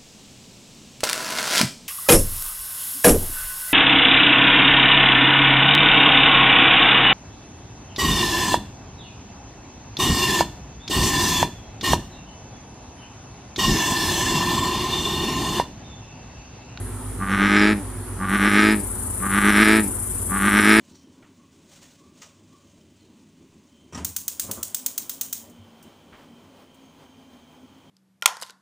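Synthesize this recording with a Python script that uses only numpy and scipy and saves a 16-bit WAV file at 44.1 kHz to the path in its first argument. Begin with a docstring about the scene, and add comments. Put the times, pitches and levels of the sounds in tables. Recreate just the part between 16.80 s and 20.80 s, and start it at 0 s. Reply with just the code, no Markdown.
"""Bullfrog at a pond's edge

Heard in stereo: a bullfrog croaks four times. Glottal clicks near 100 a second ring its throat, while
the vocal sac booms on the low harmonics and throbs; water and reeds scatter short echoes of the clicks.
Two distant motors hum as steady shaft orders, one sagging in speed. Coloured noise makes an insect chorus
hiss, pulsed noise a near insect that starts up on the left, and ringing noise a faint far call."""
import sys
import numpy as np
from scipy import signal
from scipy.io import wavfile
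from scipy.ndimage import uniform_filter1d

SR = 44100
rng = np.random.default_rng(int(sys.argv[2]) if len(sys.argv) > 2 else 0)


def waveform_to_disk(signal):
    """Save audio, clipped to [-1, 1], as 16-bit WAV at the path in sys.argv[1]."""
    frames = np.transpose(np.atleast_2d(signal))
    scaled = np.clip(frames, -1, 1) * 32767
    samples = np.round(scaled).astype(np.int16)
    wavfile.write(sys.argv[1], SR, samples)


N = 176400  # four seconds


def amp(db):
    """Amplitude factor of a level in dB."""
    return 10 ** (np.asarray(db) / 20)


def evened(x):
    """The signal scaled to rms 1."""
    return x / np.sqrt(np.mean(x ** 2) + 1e-20)


def read(points, hz):
    """Values of a (f/Hz, value) table, interpolated along log frequency."""
    f, value = np.transpose(points)
    return np.interp(np.log(hz + 1), np.log(f + 1), value)


def follow(points, t):
    """Values of a (t/s, value) table at the times t."""
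    return np.interp(t, *np.transpose(points))


def wander(size):
    """Slow chance of rms 1: noise averaged twice over size samples."""
    return evened(uniform_filter1d(uniform_filter1d(rng.standard_normal(N), size), size))


def resonate(x, hz, width):
    """A resonance of gain 1 that follows the curve hz: shift to 0 Hz, smooth, shift back."""
    turn = np.exp(2j * np.pi * np.cumsum(hz * np.ones(len(x))) / SR)
    r = np.exp(-np.pi * width / SR)
    return 2 * (turn * signal.lfilter([1 - r], [1, -r], x / turn)).real


def ring(x, hz, width):
    """A steep-sided resonance: three passes, rms 1."""
    twice = resonate(resonate(x, hz, width), hz, 0.9 * width)
    return evened(resonate(twice, hz, 2 * width))


def lowpass(x, order, hz):
    """Butterworth low-pass."""
    return signal.sosfilt(signal.butter(order, hz, fs=SR, output="sos"), x)


def pan(db):
    """Channel gains that make the left louder than the right by db."""
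    return amp([[db / 2], [-db / 2]])


def hiss(spectrum, same, patchy_db):
    """Two-channel noise of a given colour and left-right likeness with drifting patches, rms 1."""
    hz = np.fft.rfftfreq(1024, 1 / SR)
    a, b, c, d, patch = rng.standard_normal((N // 256 + 5, 513, 5)).T
    patch = uniform_filter1d(patch, size=10, axis=0)
    patch = evened(uniform_filter1d(patch, size=10, axis=1))
    same = np.clip(same * np.ones(513), -1, 1)[:, None]
    left = a + 1j * b
    right = same * left + np.sqrt(1 - same ** 2) * (c + 1j * d)
    z = np.array([left, right]) * amp(read(spectrum, hz)[:, None] + patchy_db * patch)
    return evened(signal.istft(z, nperseg=1024, noverlap=768)[1][:, :N])


# colour of the air and the insect chorus: (f/Hz, level/dB per Hz, relative)
AIR_COLOUR = [(20, -34), (35, -38.5), (65, -5), (120, -21), (170, -20), (250, -20), (400, -19.5),
              (580, -28.5), (950, -25.5), (1300, -28), (2500, -40), (5500, -44), (7100, -39), (8300, -33.5),
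              (9600, -25), (11000, -31.5), (12500, -43), (15400, -50)]
# how alike the air is in left and right: (f/Hz, likeness [1 = identical])
AIR_LIKENESS = [(60, 0.91), (180, 0.74), (550, 0.6), (1650, 0.9), (4970, 0.041), (15000, 0.05)]
AIR_DB, AIR_PATCHY_DB = -36, 1.2


def air_and_chorus():
    """The bed all around: noise, alike in both channels at the bottom and nearly unlike in the treble."""
    likeness = read(AIR_LIKENESS, np.fft.rfftfreq(1024, 1 / SR))
    return amp(AIR_DB) * hiss(AIR_COLOUR, likeness, AIR_PATCHY_DB)


# shaft orders of the steady motor: (order [multiple of shaft speed], level/dB)
STEADY_ORDERS = [(1, -38.5), (2, -38.5), (5, -46), (7, -49.5), (8, -57)]
# shaft speed of the sagging motor: (t/s, f/Hz)
SAGGING_SPEED = [(0.0, 97.2), (0.13, 96), (1.84, 96.1), (2.07, 91), (2.29, 82.6), (2.84, 82.53),
                 (3.01, 83.4), (3.65, 92.18), (4.0, 92.4)]
# shaft orders of the sagging motor: (order [multiple of shaft speed], level/dB)
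SAGGING_ORDERS = [(.5, -52), (1, -38.5), (1.5, -53.5), (2.5, -46)]
STEADY_HZ, HUM_PAN_DB, HUM_WAVER_DB = 51.8, -1.3, 1.5


def motors():
    """Far off: sines on the shaft orders of a steady and a sagging motor, each wavering a little."""
    t = np.arange(N) / SR
    speed = uniform_filter1d(follow(SAGGING_SPEED, t), size=4000)
    turns = np.cumsum(speed) / SR
    lines = [(order * STEADY_HZ * t, db) for order, db in STEADY_ORDERS]
    lines += [(order * turns, db) for order, db in SAGGING_ORDERS]
    hum = 0
    for phase, db in lines:
        level = amp(db + HUM_WAVER_DB * wander(size=5000))
        hum = hum + level * np.sqrt(2) * np.cos(2 * np.pi * (phase + rng.random()))
    return hum * pan(HUM_PAN_DB)


# one distant call: (start t/s, length t/s, from f/Hz, to f/Hz, width f/Hz, level/dB before its fade)
DISTANT_CALL = (.09, 0.24, 1398, 1230, 29, -48)


def far_call():
    """A faint call far across the pond: noise through a falling resonance, faded in and out."""
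    start, length, f0, f1, width, db = DISTANT_CALL
    share = np.clip((np.arange(N) / SR - start) / length, 0, 1)
    hz = f0 + (f1 - f0) * np.sqrt(share)
    return amp(db) * np.sin(np.pi * share) * evened(resonate(rng.standard_normal(N), hz, width))


# colour of the near insect: (f/Hz, level/dB per Hz, relative)
INSECT_COLOUR = [(3240, -46), (5500, -30.5), (6290, -25), (7100, -16), (8080, -8.5), (8660, -5.5),
                 (9770, -0.5), (12600, -15), (14500, -22), (15400, -34)]
# mean level of the near insect, before its pulses: (t/s, level/dB)
INSECT_LEVEL = [(1.475, -84), (1.49, -37.5), (1.9, -34.5), (2.05, -32.5), (2.8, -29), (4, -29)]
STROKES_PER_S, STROKE_PEAK_S, STROKE_DEPTH_DB = 25.9, 2.155, 2.5
INSECT_LIKENESS, INSECT_PAN_DB = -.25, 6.5  # negative likeness: the channels partly oppose


def insect():
    """Close by on the left: treble rasp pulsed by the wing strokes."""
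    t = np.arange(N) / SR
    strokes = STROKES_PER_S * (t - STROKE_PEAK_S) + 0.075 * wander(size=1500)
    level_db = follow(INSECT_LEVEL, t) + STROKE_DEPTH_DB * np.cos(2 * np.pi * strokes)
    level_db = level_db + 0.27 * wander(size=600)
    rasp = hiss([(5000, -47)] + INSECT_COLOUR, INSECT_LIKENESS, 1.17)
    return rasp * amp(level_db) * pan(INSECT_PAN_DB)


REEDS_DB, REEDS_T60_S = -14.5, .2


def reeds(x):
    """Short scattered echoes from water and reeds, other ones for each ear."""
    first = 300  # samples before the earliest echo
    t = np.arange(first, SR // 4) / SR
    chosen = rng.random((2, len(t))) < .05
    taps = rng.standard_normal((2, len(t))) * chosen * amp(-60 * t / REEDS_T60_S)
    taps = np.pad(taps, ((0, 0), (first, 0)))
    return amp(REEDS_DB) * signal.fftconvolve(x[None], taps / np.linalg.norm(taps[0]), axes=1)[:, :N]


# the voice swells, then catches: (t/s, depth level/dB)
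CATCHES = [(0.443, 10), (0.549, 7.5), (0.666, 4.5), (.775, 3), (1.45, 9.5), (1.563, 9.5), (1.683, 7),
           (1.8, 3.5), (2.47, 10), (2.588, 8), (2.704, 7), (2.832, 7), (3.57, 7.5), (3.686, 8), (3.799, 7),
           (3.922, 2)]
SWELL_S, CATCH_S, RECOVER_S = .03, .006, 0.041


def throb(t):
    """The swell before each catch and the dip after it, both in dB."""
    s, db = np.transpose(CATCHES)
    d = t[:, None] - s
    late = np.maximum(d, 0)
    swell = np.where(d < 0, np.exp(np.minimum(d, 0) / SWELL_S), np.exp(-late / CATCH_S))
    dip = (1 - np.exp(-late / CATCH_S)) * np.exp(-(late / RECOVER_S) ** 2)
    return swell @ db, dip @ db


MINOR_DB, MINOR_EARLY_DB, MINOR_SPREAD_DB = -12, -6, 3.5  # base, extra at the start, chance
MINOR_JITTER, MINOR_GROW = .035, .65  # cycles of a third; share of the croak until full level
SWELL_ECHO, RASP_DB = .12, -14  # weak clicks' gain per dB of swell; noise among the clicks


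def glottis(turns, limp, share, swell):
    """Per cycle one strong click, every second one shifted, and two weak ones; with rasping noise."""
    main = np.diff(np.floor(turns + limp * np.cos(np.pi * turns)), prepend=0)
    thirds = 3 * (turns + MINOR_JITTER * wander(size=200))
    apart = abs(turns - np.round(turns)) > .15  # none beside a strong click
    minor = (np.diff(np.floor(thirds), prepend=0) > 0) * apart
    minor_db = MINOR_DB + MINOR_EARLY_DB * np.clip(1 - share / MINOR_GROW, 0, 1)
    minor_db = minor_db + MINOR_SPREAD_DB * np.clip(rng.standard_normal(N), -2, 1.5)
    minor = minor * amp(minor_db) * (1 + SWELL_ECHO * swell)
    rasp = amp(RASP_DB) * rng.standard_normal(N) / np.sqrt(SR / 100)
    return main * amp(0.4 * rng.standard_normal(N)) + minor + rasp


# throat resonances: (f/Hz, width f/Hz, level/dB, rise as the throat tightens [share],
# brightness followed [share])
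THROAT_RINGS = [(891, 267, -12.5, 0.04, 0.039), (1288.5, 169, -4.5, 0.13, 0), (1672, 707, 2.5, 0.27, 0.34),
                (2037, 714, -1.5, 0.25, 0.96), (3420, 2040, -16, 0.28, 0.86)]
# breath bands gliding over each croak: (from f/Hz, to f/Hz, width f/Hz, level/dB)
WHEEZE_BANDS = [(5760, 4840, 170, -27), (6530, 5300, 430, -27), (7840, 6960, 1700, -29)]
BODY_TOP_HZ, TOP_HZ, WHEEZE_WOBBLE_HZ = 2560, 4350, 40


def throat(drive, breath, share, bright_db):
    """Clicks ring resonances that rise as the throat tightens; breath wheezes above them."""
    tight = np.clip(share, 0, 1)
    rings = []
    for f, width, db, rise, followed in THROAT_RINGS:
        hz = f * (1 + rise * (tight - .7))
        rings.append(amp(db + followed * bright_db) * ring(-drive, hz, width))
    body = .5 * lowpass(sum(rings[:-1]), 6, BODY_TOP_HZ)
    voice = lowpass(body - rings[-1], 8, TOP_HZ)
    for f0, f1, width, db in WHEEZE_BANDS:
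        hz = f0 + (f1 - f0) * tight + WHEEZE_WOBBLE_HZ * wander(size=700)
        wheeze = evened(resonate(resonate(breath, hz, width), hz, width))
        voice = voice + amp(db + 2 * bright_db) * wheeze
    return voice


# tones of the vocal sac: (harmonic [multiple of click rate], level/dB relative)
SAC_TONES = [(2, -1.5), (3, 0.5), (4, -8), (5, -24), (6, -14.5), (7, -27), (8, -15), (9, -13.5),
             (2.5, -13.5), (3.5, -11.5)]
BOOM_LAG_S, BOOM_WAVER_DB, BOOM_SIDE_DB = .0017, .7, -11.5


def vocal_sac(turns, pitch, breath, over_db):
    """Pure low harmonics lagging the clicks, with gurgling breath; also their left-right difference."""
    late = 2 * np.pi * (turns - pitch * BOOM_LAG_S)
    boom = 0
    for harmonic, db in SAC_TONES:
        level = amp(db + (harmonic > 2) * over_db + BOOM_WAVER_DB * wander(size=500))
        boom = boom + level * np.sqrt(2) * np.cos(harmonic * late)
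    hz, width = 350, 260
    gurgle = amp(-17) * evened(resonate(resonate(breath, hz, width), hz, width))
    side = amp(BOOM_SIDE_DB) * amp(over_db) * (np.sin(3 * late) + 0.44 * np.sin(2 * late))
    return boom + gurgle, side


# the four croaks: (start t/s, length t/s, base level/dB, boom against clicks level/dB)
CROAK_TIMES = [(0.389, 0.54, -16, 1), (1.383, 0.56, -16, 1), (2.403, .595, -14.5, 0.5),
               (3.49, 0.56, -14, 0)]
# course of one croak: (share of length, clicks level/dB, brightness level/dB, boom level/dB,
# boom overtones level/dB, limp of every second click [cycles])
CROAK_SHAPE = [(0, -25, -11.5, -24.5, -8, .01), (.05, -5.5, -25, -15.5, -12, .02),
               (.2, -5.5, -4, -8.5, -13, .02), (.4, -1, -2, -4, -9, .025), (.6, -1, 0.5, -3.5, -7, .015),
               (.8, 0.5, 2, -2, -3.5, .01), (.94, -3.5, 2, -4.5, -2, .004), (1.0, -7, 0.5, -2.5, -9, .004),
               (1.03, -18.5, -1, -10, -6.5, .004), (1.11, -32.5, 9, -12, -11, .004),
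               (1.17, -53, 12, -46, 26, .004), (1.25, -70, 0, -66, -4, .004)]
# base click rate, before swell and jitter: (t/s, f/Hz)
CLICK_RATE = [(.4, 92), (.5, 95.5), (.6, 98), (.7, 100.5), (.8, 102.5), (.86, 104), (.91, 107), (.95, 103),
              (1.02, 96), (1.385, 92), (1.5, 95), (1.6, 98.5), (1.7, 101), (1.78, 102.5), (1.85, 106),
              (1.93, 107), (1.97, 103), (2.05, 97), (2.405, 92), (2.5, 96.5), (2.62, 100), (2.74, 102),
              (2.85, 106), (2.97, 109.5), (3.02, 105), (3.09, 93), (3.49, 91), (3.6, 97), (3.72, 101),
              (3.84, 103), (3.9, 106), (4, 110.5)]
SWELL_PITCH, JITTER = .007, .004  # share of the rate: per dB of swell; rms of the chance
SWELL_SHARE, CLICK_SHARE, PUFF = 0.18, .6, .25  # swell in levels; dip in clicks; breath floor and decay


def frog():
    """Nearest the microphones: glottal clicks through the throat, and the vocal sac's boom."""
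    t = np.arange(N) / SR
    starts, lengths, levels, booms = np.transpose(CROAK_TIMES)
    k = np.clip(np.searchsorted(starts, t) - 1, 0, None)  # the croak under way
    share = (t - starts[k]) / lengths[k]
    at, *courses = np.transpose(CROAK_SHAPE)
    click_db, bright_db, boom_db, over_db, limp = [np.interp(share, at, c) for c in courses]
    swell, dip = throb(t)
    on = (share > 0) * amp(levels[k])

    pitch = follow(CLICK_RATE, t)
    turns = np.cumsum(pitch * (1 + SWELL_PITCH * swell + JITTER * wander(size=150))) / SR
    drive = glottis(turns, limp, share, swell)
    breath = (PUFF + np.exp(-(turns % 1) / PUFF)) * rng.standard_normal(N)  # a puff each cycle

    clicks = on * amp(click_db + SWELL_SHARE * swell - CLICK_SHARE * dip)
    clicks = clicks * throat(drive, breath, share, bright_db)
    sac = on * amp(booms[k] + boom_db + SWELL_SHARE * swell - dip)
    boom, side = vocal_sac(turns, pitch, breath, over_db)
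    return clicks, sac * boom, sac * side


def scene():
    """The pond around, then the frog with its echoes."""
    pond = air_and_chorus() + motors() + far_call() + insect()
    clicks, boom, side = frog()
    return pond + reeds(clicks) + clicks + boom + side * [[1], [-1]]


EDGE_HZ = 15350


def record(dry):
    """The band limit: a linear-phase low-pass."""
    taps = signal.firwin(511, EDGE_HZ, window=("kaiser", 9), fs=SR)
    return signal.oaconvolve(dry, taps[None], "same")


dry = scene()
out = record(dry)
waveform_to_disk(out)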